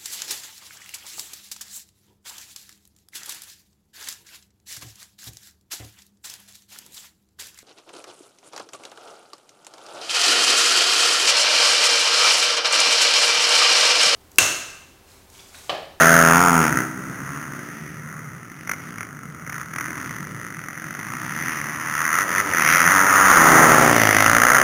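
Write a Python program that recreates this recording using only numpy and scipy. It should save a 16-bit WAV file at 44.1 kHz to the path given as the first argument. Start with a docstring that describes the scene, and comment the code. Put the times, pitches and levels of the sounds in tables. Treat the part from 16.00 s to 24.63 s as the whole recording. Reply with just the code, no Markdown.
"""Two single-cylinder four-stroke dirt bikes bark close by, ride away, blip through a far turn and
race back past. Each firing sends a pressure pulse and a puff of turbulent gas through a resonant
exhaust. A tree line throws the boom back, and more bikes drone far off. A cheap pocket camera
overloads on the near barks, and its slow converter mirrors them into a gritty treble."""
import sys
import numpy as np
from scipy import signal
from scipy.fft import rfft, irfft, next_fast_len
from scipy.io import wavfile
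from scipy.ndimage import uniform_filter1d, map_coordinates

SR = 44100
rng = np.random.default_rng(int(sys.argv[2]) if len(sys.argv) > 2 else 0)


def waveform_to_disk(signal):
    """Save audio, clipped to [-1, 1], as 16-bit WAV at the path in sys.argv[1]."""
    frames = np.transpose(np.atleast_2d(signal))
    scaled = np.clip(frames, -1, 1) * 32767
    samples = np.round(scaled).astype(np.int16)
    wavfile.write(sys.argv[1], SR, samples)


N = 380739
TIME = np.arange(N) / SR


def leader():
    """Pulse rate sets pitch: the leading bike's note climbs with each surge of the throttle."""
    # revs before the surges: (time [s], firing rate [Hz])
    revs = [(0.0, 72.0), (0.5, 70.8), (0.81, 62.9), (2.03, 76.9), (2.72, 47.1), (3.3, 39.2), (4.09, 59.5),
            (4.22, 44.8), (4.63, 42.6), (4.96, 47.3), (5.14, 61.2), (5.58, 72.4), (5.94, 71.6),
            (6.27, 84.1), (6.65, 73.1), (6.84, 82.0), (7.0, 95.6), (7.27, 97.6), (7.39, 81.6), (7.65, 79.7),
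            (8.29, 65.8), (8.63, 75.7)]
    # strength of the bark: (time [s], relative level [dB])
    level = [(0, -18), (.6, -31.5), (.79, -20.5), (.87, -38), (1.35, -37), (2.5, -45), (3.35, -54),
             (3.9, -33), (4.5, -38), (5.5, -30.5), (5.8, -29), (6.05, -23), (6.98, -12.5), (7.06, -18.5),
             (7.15, -14.5), (7.6, -12), (7.85, -16.5), (7.97, -32), (8.45, -28), (8.52, -13.5),
             (8.63, -20.5)]
    # exhaust response: (frequency [Hz], gain [dB])
    pipe = [(30, -52), (50, -18), (85, -14), (135, 3), (175, -2), (240, -3), (330, -1), (440, -13),
            (620, -15.5), (880, -7.5), (1330, 5), (1650, 0), (1940, 4), (2250, -9), (3800, -27),
            (5000, -45), (8400, -120)]
    extra_rate, bark_db = throttle()
    rate = curves(revs)[0] + extra_rate
    return engine(rate, band_levels(level, bark_db), pipe, start_cycle=0, jitter_s=.00004,
                  scatter_db=2.5, rough=.65, puff_s=.00099, spread_s=.0009, rasp_db=5)


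def chaser():
    """Directivity: the second bike changes colour as its tailpipe swings away in the far turn."""
    # revs: (time [s], firing rate [Hz])
    revs = [(0.0, 81.9), (0.13, 84.1), (0.28, 81.8), (0.43, 89.3), (0.67, 77.1), (0.86, 64.2), (1.25, 70.6),
            (2.18, 45.0), (2.69, 44.3), (2.87, 59.5), (3.47, 36.9), (4.1, 43.9), (4.75, 73.7), (5.1, 64.3),
            (6.51, 77.7), (6.81, 67.7), (7.43, 69.2), (7.87, 60.3), (8.09, 53.2), (8.22, 51.5),
            (8.28, 56.8), (8.63, 62.5)]
    # strength of the bark: (time [s], relative level [dB])
    level = [(0, -8), (.15, -8), (.5, -12.5), (.66, -15.5), (.72, -25.5), (.95, -38.5), (1.6, -37),
             (2.1, -50.5), (2.9, -36.5), (3.38, -43.5), (3.55, -33.5), (3.68, -40.5), (3.83, -30),
             (4.3, -43), (5.45, -32.5), (6.2, -32), (6.9, -22), (7.3, -12), (7.75, -17), (8.05, -12.5),
             (8.3, -10.5), (8.63, -11.5)]
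    # exhaust response from behind: (frequency [Hz], gain [dB])
    away_pipe = [(30, -60), (50, -33), (83, -12), (120, -10.5), (167, 3), (215, -7), (268, 2.5),
                 (335, -8.5), (420, -5.5), (520, -10.5), (680, -6), (800, -16), (930, -11.5), (1110, -15),
                 (1370, -1.5), (1850, -11.5), (2300, -22), (3800, -33), (5000, -80), (8400, -120)]
    # exhaust response on the way back: (frequency [Hz], gain [dB])
    back_pipe = [(30, -70), (50, -29), (76, -8), (115, -3), (185, -7.5), (265, 1.5), (350, -7), (480, -10),
                 (730, -10), (880, -12.5), (1330, 2), (1640, -2), (2030, 0), (2380, -12), (2900, -13),
                 (3800, -21), (5000, -55), (8400, -120)]
    rate, levels = curves(revs)[0], band_levels(level)
    away = engine(rate, levels, away_pipe, start_cycle=.3, jitter_s=.00002,
                  scatter_db=0, rough=.3, puff_s=.0013, spread_s=.00059, rasp_db=8)
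    back = engine(rate, levels, back_pipe, start_cycle=.3, jitter_s=.00005,
                  scatter_db=2.44, rough=.85, puff_s=.0014, spread_s=.00041, rasp_db=8.5)
    turned = np.clip(TIME - 2, 0, 1)
    return amp(-3.5) * (1 - turned) * away + amp(-2.97) * turned * back


def engine(rate, levels, pipe, start_cycle, jitter_s, scatter_db, rough, puff_s, spread_s, rasp_db):
    """Source and filter: firing pulses, gas puffs and a continuous rasp excite the pipe's resonances."""
    # jet rasp, strongest side-on: (time [s], relative level [dB])
    rasp = [(0, -9.5), (.25, -18.5), (.6, -17.5), (.9, -2), (4.4, -11.5), (5.6, -6), (6.8, -12), (7.6, 2),
            (7.95, -9), (8.63, -17.5)]
    # upper pipe resonance against the lower, set by throttle and heading: (time [s], level [dB])
    balance = [(0, -2.5), (.54, -12.5), (.76, -1), (1.5, -3), (1.9, 11), (2.15, -7), (2.62, 7),
               (3.13, -8.5), (3.87, -2.5), (4.23, 3), (5.2, -0.5), (5.4, 7.5), (6.1, -1.5), (6.72, 7),
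               (7.04, -7), (7.5, -5), (7.85, 0), (8.0, 11.5), (8.12, 6), (8.25, -0.5), (8.63, -4.5)]
    boom_hz, body_hz, split_hz = 430, 950, 1700  # upper band edges
    cycles = start_cycle + np.cumsum(rate) / SR
    times = np.interp(np.arange(1, int(cycles[-1]) + 1), cycles, TIME)
    early_late, weak_strong = rng.standard_normal((len(times), 2)).T
    sputter = (70 / np.interp(times, TIME, rate)) ** .99  # combustion is less even at low revs
    pulses = impulses(times + jitter_s * early_late, amp(scatter_db * sputter * weak_strong))
    turbulence = rough * unit(gas_puffs(pulses, puff_s))
    turbulence += amp(rasp_db + curves(rasp)[0]) * rng.standard_normal(N)
    tone = resonate(silencer(pulses, spread_s), pipe)
    jet = resonate(turbulence, pipe)
    # long waves repeat cleanly from firing to firing, short ones are torn by the jet
    low = resonate(unit(pulses), pipe) + .16 * jet
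    boom = filtered(low, lambda hz: below(hz, boom_hz))
    body = filtered(tone + .45 * jet, lambda hz: below(hz, body_hz) - below(hz, boom_hz))
    lower = filtered(tone + jet, lambda hz: below(hz, split_hz) - below(hz, body_hz))
    upper = filtered(tone + jet, lambda hz: 1 - below(hz, split_hz))
    bark = steady(lower) + amp(curves(balance)[0]) * steady(upper)
    return sum(amp(db) * steady(band) for db, band in zip(levels, (boom, body, bark)))


def throttle():
    """Modulation: each twist raises the firing rate and shifts the bark's level; shut, the revs fall."""
    # surges: (time [s], held [s], run-down [s], extra rate [Hz], level open [dB], level shut [dB])
    surges = [(1.25, .2, 0.0501, 8, 2.5, -1), (2.06, .16, .09, 8, 4, 1),
              (3.481, 0.16, 0.076, 17.4, 12.5, -9), (3.701, .18, .21, 27.4, 2, -4),
              (4.23, 0.17, 0.17, 18.1, -3.5, 1.5), (5.27, 0.17, .13, 19.3, 2, 5),
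              (5.599, 0.26, .08, 9.9, -1.5, 0), (5.95, .09, .04, 10.8, 3, 2), (6.12, .11, .06, 19, 3, -9),
              (6.3, .11, 0.23, 24.3, 2, -15), (6.66, 0.099, 0.057, 13.9, 2, -0.5),
              (6.84, 0.092, 0.049, 8.85, 0, -1)]
    twist_s, lull_s = .017, .17
    extra_rate, bark_db = np.zeros(N), np.zeros(N)
    for at, held, run_down, rise, open_db, shut_db in surges:
        shut = at + held
        extra_rate += np.interp(TIME, [at, shut, shut + run_down], [0, rise, 0])
        bark_db += np.interp(TIME, [at, at + twist_s, shut - twist_s, shut], [0, open_db, open_db, 0])
        bark_db += np.interp(TIME, [shut, shut + twist_s, shut + lull_s], [0, shut_db, 0])
    return extra_rate, bark_db


def band_levels(level, bark_db=0):
    """Directivity and interference: the boom is strong from behind; far off, ground cancels the body."""
    # low bands against the bike's level: (time [s], boom [dB], body [dB])
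    low_bands = [(0, -11, -7), (.55, -3.5, -10), (.8, -5, -14.5), (1, 0, -12), (3.35, -6, -16.5),
                 (3.55, -8.5, -19), (4.1, -8.5, -18), (5.5, -8.5, -14), (6.1, -19, -16), (6.8, -17.5, -16),
                 (7.2, -18, -12.5), (7.55, -7.5, -5.5), (7.9, -6.5, -1.5), (8.15, -12.5, -8.5),
                 (8.63, -20, -11.5)]
    db, = curves(level)
    boom_db, body_db = curves(low_bands)
    return db + boom_db, db + body_db, db + bark_db


def gas_puffs(pulses, decay_s, size=1500):
    """Turbulence: a puff of noise swells and dies after each pulse."""
    swell = TIME[:size] * np.exp(-TIME[:size] / decay_s)
    envelope = signal.oaconvolve(pulses, swell / np.linalg.norm(swell))[:N]
    return envelope * rng.standard_normal(N)


def silencer(pulses, spread_s, drift_hz=3, size=1024):
    """Convolution: every pulse becomes a blend of three bursts that drifts with heat and heading."""
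    bursts = (signal.oaconvolve(pulses, burst(spread_s, size))[size // 8:][:N] for _ in range(3))
    return steady(sum(wobble(drift_hz) * train for train in bursts), size=2000)


def burst(spread_s, size):
    """Multiple reflection: the silencer scatters one pulse in time and hardly colours it."""
    echoes = rfft(rng.standard_normal(size) * TIME[:size] * np.exp(-TIME[:size] / spread_s))
    flattened = irfft(echoes / np.abs(echoes) ** .75)
    return unit(np.roll(flattened, size // 8))  # starts an eighth of the way in


def blips(spread_s, gain_db, edge_db=-6, size=1024):
    """Impulse response: the throttle snaps open for a few hard firings, each ringing the pipe."""
    # runs of barks in the turn: (time [s], length [s], firing rate [Hz], relative peak [dB])
    runs = [(2.673, 0.069, 49, -14.5), (2.982, 0.048, 42, -16.5), (3.464, 0.081, 32, -21.5),
            (3.735, 0.096, 41, -16.5)]
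    # exhaust response: (frequency [Hz], gain [dB])
    pipe = [(100, -26), (330, -16), (900, -12.5), (1450, 1), (1800, -6), (2100, 3.5), (2700, -17),
            (3800, -28), (5000, -59), (8400, -120)]
    out = np.zeros(N)
    for start, length, rate, db in runs:
        for after in np.arange(0, length, 1 / rate):
            pop = resonate(burst(spread_s, size), pipe)
            arch_db = edge_db * (2 * after / length - 1) ** 2  # the run swells and fades
            onset = round((start + after) * SR) - size // 8
            out[onset:][:len(pop)] += amp(db + arch_db + gain_db) * pop / np.abs(pop).max()
    return out


def tree_echo(bikes, t60_s, dull_hz, wet_db):
    """Diffuse scattering: the tree line returns a decaying answer, mostly boom."""
    # how strongly the bikes feed the tree-line echo: (time [s], relative amount)
    echo_send = [(0, 6.6), (.7, 33), (1.2, 17), (4, 49), (6.2, 50), (7, 66), (7.5, 8.95), (8.63, 49.3)]
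    sent = bikes * curves(echo_send)[0] / 50
    t = TIME[:SR]
    tail = rng.standard_normal(SR) * amp(-60 * t / t60_s) * (1 - np.exp(-t / .013))
    echo = signal.fftconvolve(sent, tail / np.linalg.norm(tail))[:N]
    return amp(wet_db) * filtered(echo, lambda hz: 1 / np.sqrt(1 + (hz / dull_hz) ** 2))


def far_track(level_db, swell_db):
    """Incoherent addition: distant engines merge into a slowly swelling drone of noise."""
    # spectrum of the drone: (frequency [Hz], relative level [dB])
    drone = [(15, -90), (25, -37), (53, -18.5), (119, -1), (154, 6), (358, -18), (424, -14.5), (967, -24),
             (1330, -7.5), (1780, -30), (2030, -10), (2350, -25.5), (3900, -40), (5070, -38), (8580, -120)]
    return amp(level_db + swell_db * wobble(5.5)) * unit(resonate(rng.standard_normal(N), drone))


def resonate(x, spectrum, size=4096):
    """Minimum-phase filtering: a causal resonator with a (frequency [Hz], gain [dB]) response."""
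    hz, db = np.transpose(spectrum)
    gain = amp(np.interp(np.log(np.fft.rfftfreq(size, 1 / SR) + 1), np.log(hz), db))
    cepstrum = irfft(np.log(np.maximum(gain, 1e-4)))
    cepstrum[1:size // 2] *= 2  # fold onto positive time
    cepstrum[size // 2 + 1:] = 0
    return signal.fftconvolve(x, irfft(np.exp(rfft(cepstrum))))[:N]


def filtered(x, response):
    """Zero-phase filtering: the spectrum of x times a response of frequency."""
    size = next_fast_len(N + SR // 2)
    return irfft(rfft(x, size) * response(np.fft.rfftfreq(size, 1 / SR)), size)[:N]


def below(hz, edge_hz):
    """Low-pass gain, one half at the edge."""
    return 1 / (1 + (hz / edge_hz) ** 8)


def impulses(times, strengths):
    """Linear interpolation shares each impulse between two samples."""
    at = np.clip(times * SR, 0, N - 2)
    whole = at.astype(int)
    late = at - whole
    return np.bincount(whole, strengths * (1 - late), N) + np.bincount(whole + 1, strengths * late, N)


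def steady(x, size=3500):
    """Normalisation to a running rms of 1; single pulses still stand out."""
    power = uniform_filter1d(uniform_filter1d(x ** 2, size), size)
    return x / np.sqrt(np.abs(power) + 1e-12)


def unit(x):
    """Normalisation to an rms of 1."""
    return x / np.sqrt(np.mean(x ** 2) + 1e-20)


def amp(db):
    """Decibels to amplitude ratio."""
    return 10 ** (np.asarray(db) / 20)


def curves(rows):
    """Linear interpolation of each column after the time, one value a sample."""
    times, *columns = np.transpose(rows)
    return [np.interp(TIME, times, column) for column in columns]


def wobble(rate):
    """A random spline with rate knots a second."""
    return map_coordinates(rng.standard_normal(int(N * rate / SR) + 4), [TIME * rate])


def scene():
    """Superposition: both bikes, their echo and the far track add at one point."""
    bikes = amp(-1.13) * leader() + chaser() + blips(spread_s=.0011, gain_db=2)
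    echo = tree_echo(bikes, t60_s=1.0, dull_hz=500, wet_db=.5)
    return (bikes + echo + far_track(level_db=-40, swell_db=2.5))[None]


def record(dry):
    """Saturation and imaging: the input clips softly; held samples mirror it about the sampling rate."""
    ceiling, converter_hz, top_hz = .82, 8000, 15850
    clipped = dry[0] / (1 + np.abs(dry[0] / ceiling) ** 4) ** (1 / 4)
    band_limited = filtered(clipped, lambda hz: hz < converter_hz / 2)
    held = np.interp(np.floor(TIME * converter_hz) / converter_hz, TIME, band_limited)
    return filtered(held, lambda hz: hz < top_hz)[None]


dry = scene()
out = record(dry)
waveform_to_disk(out)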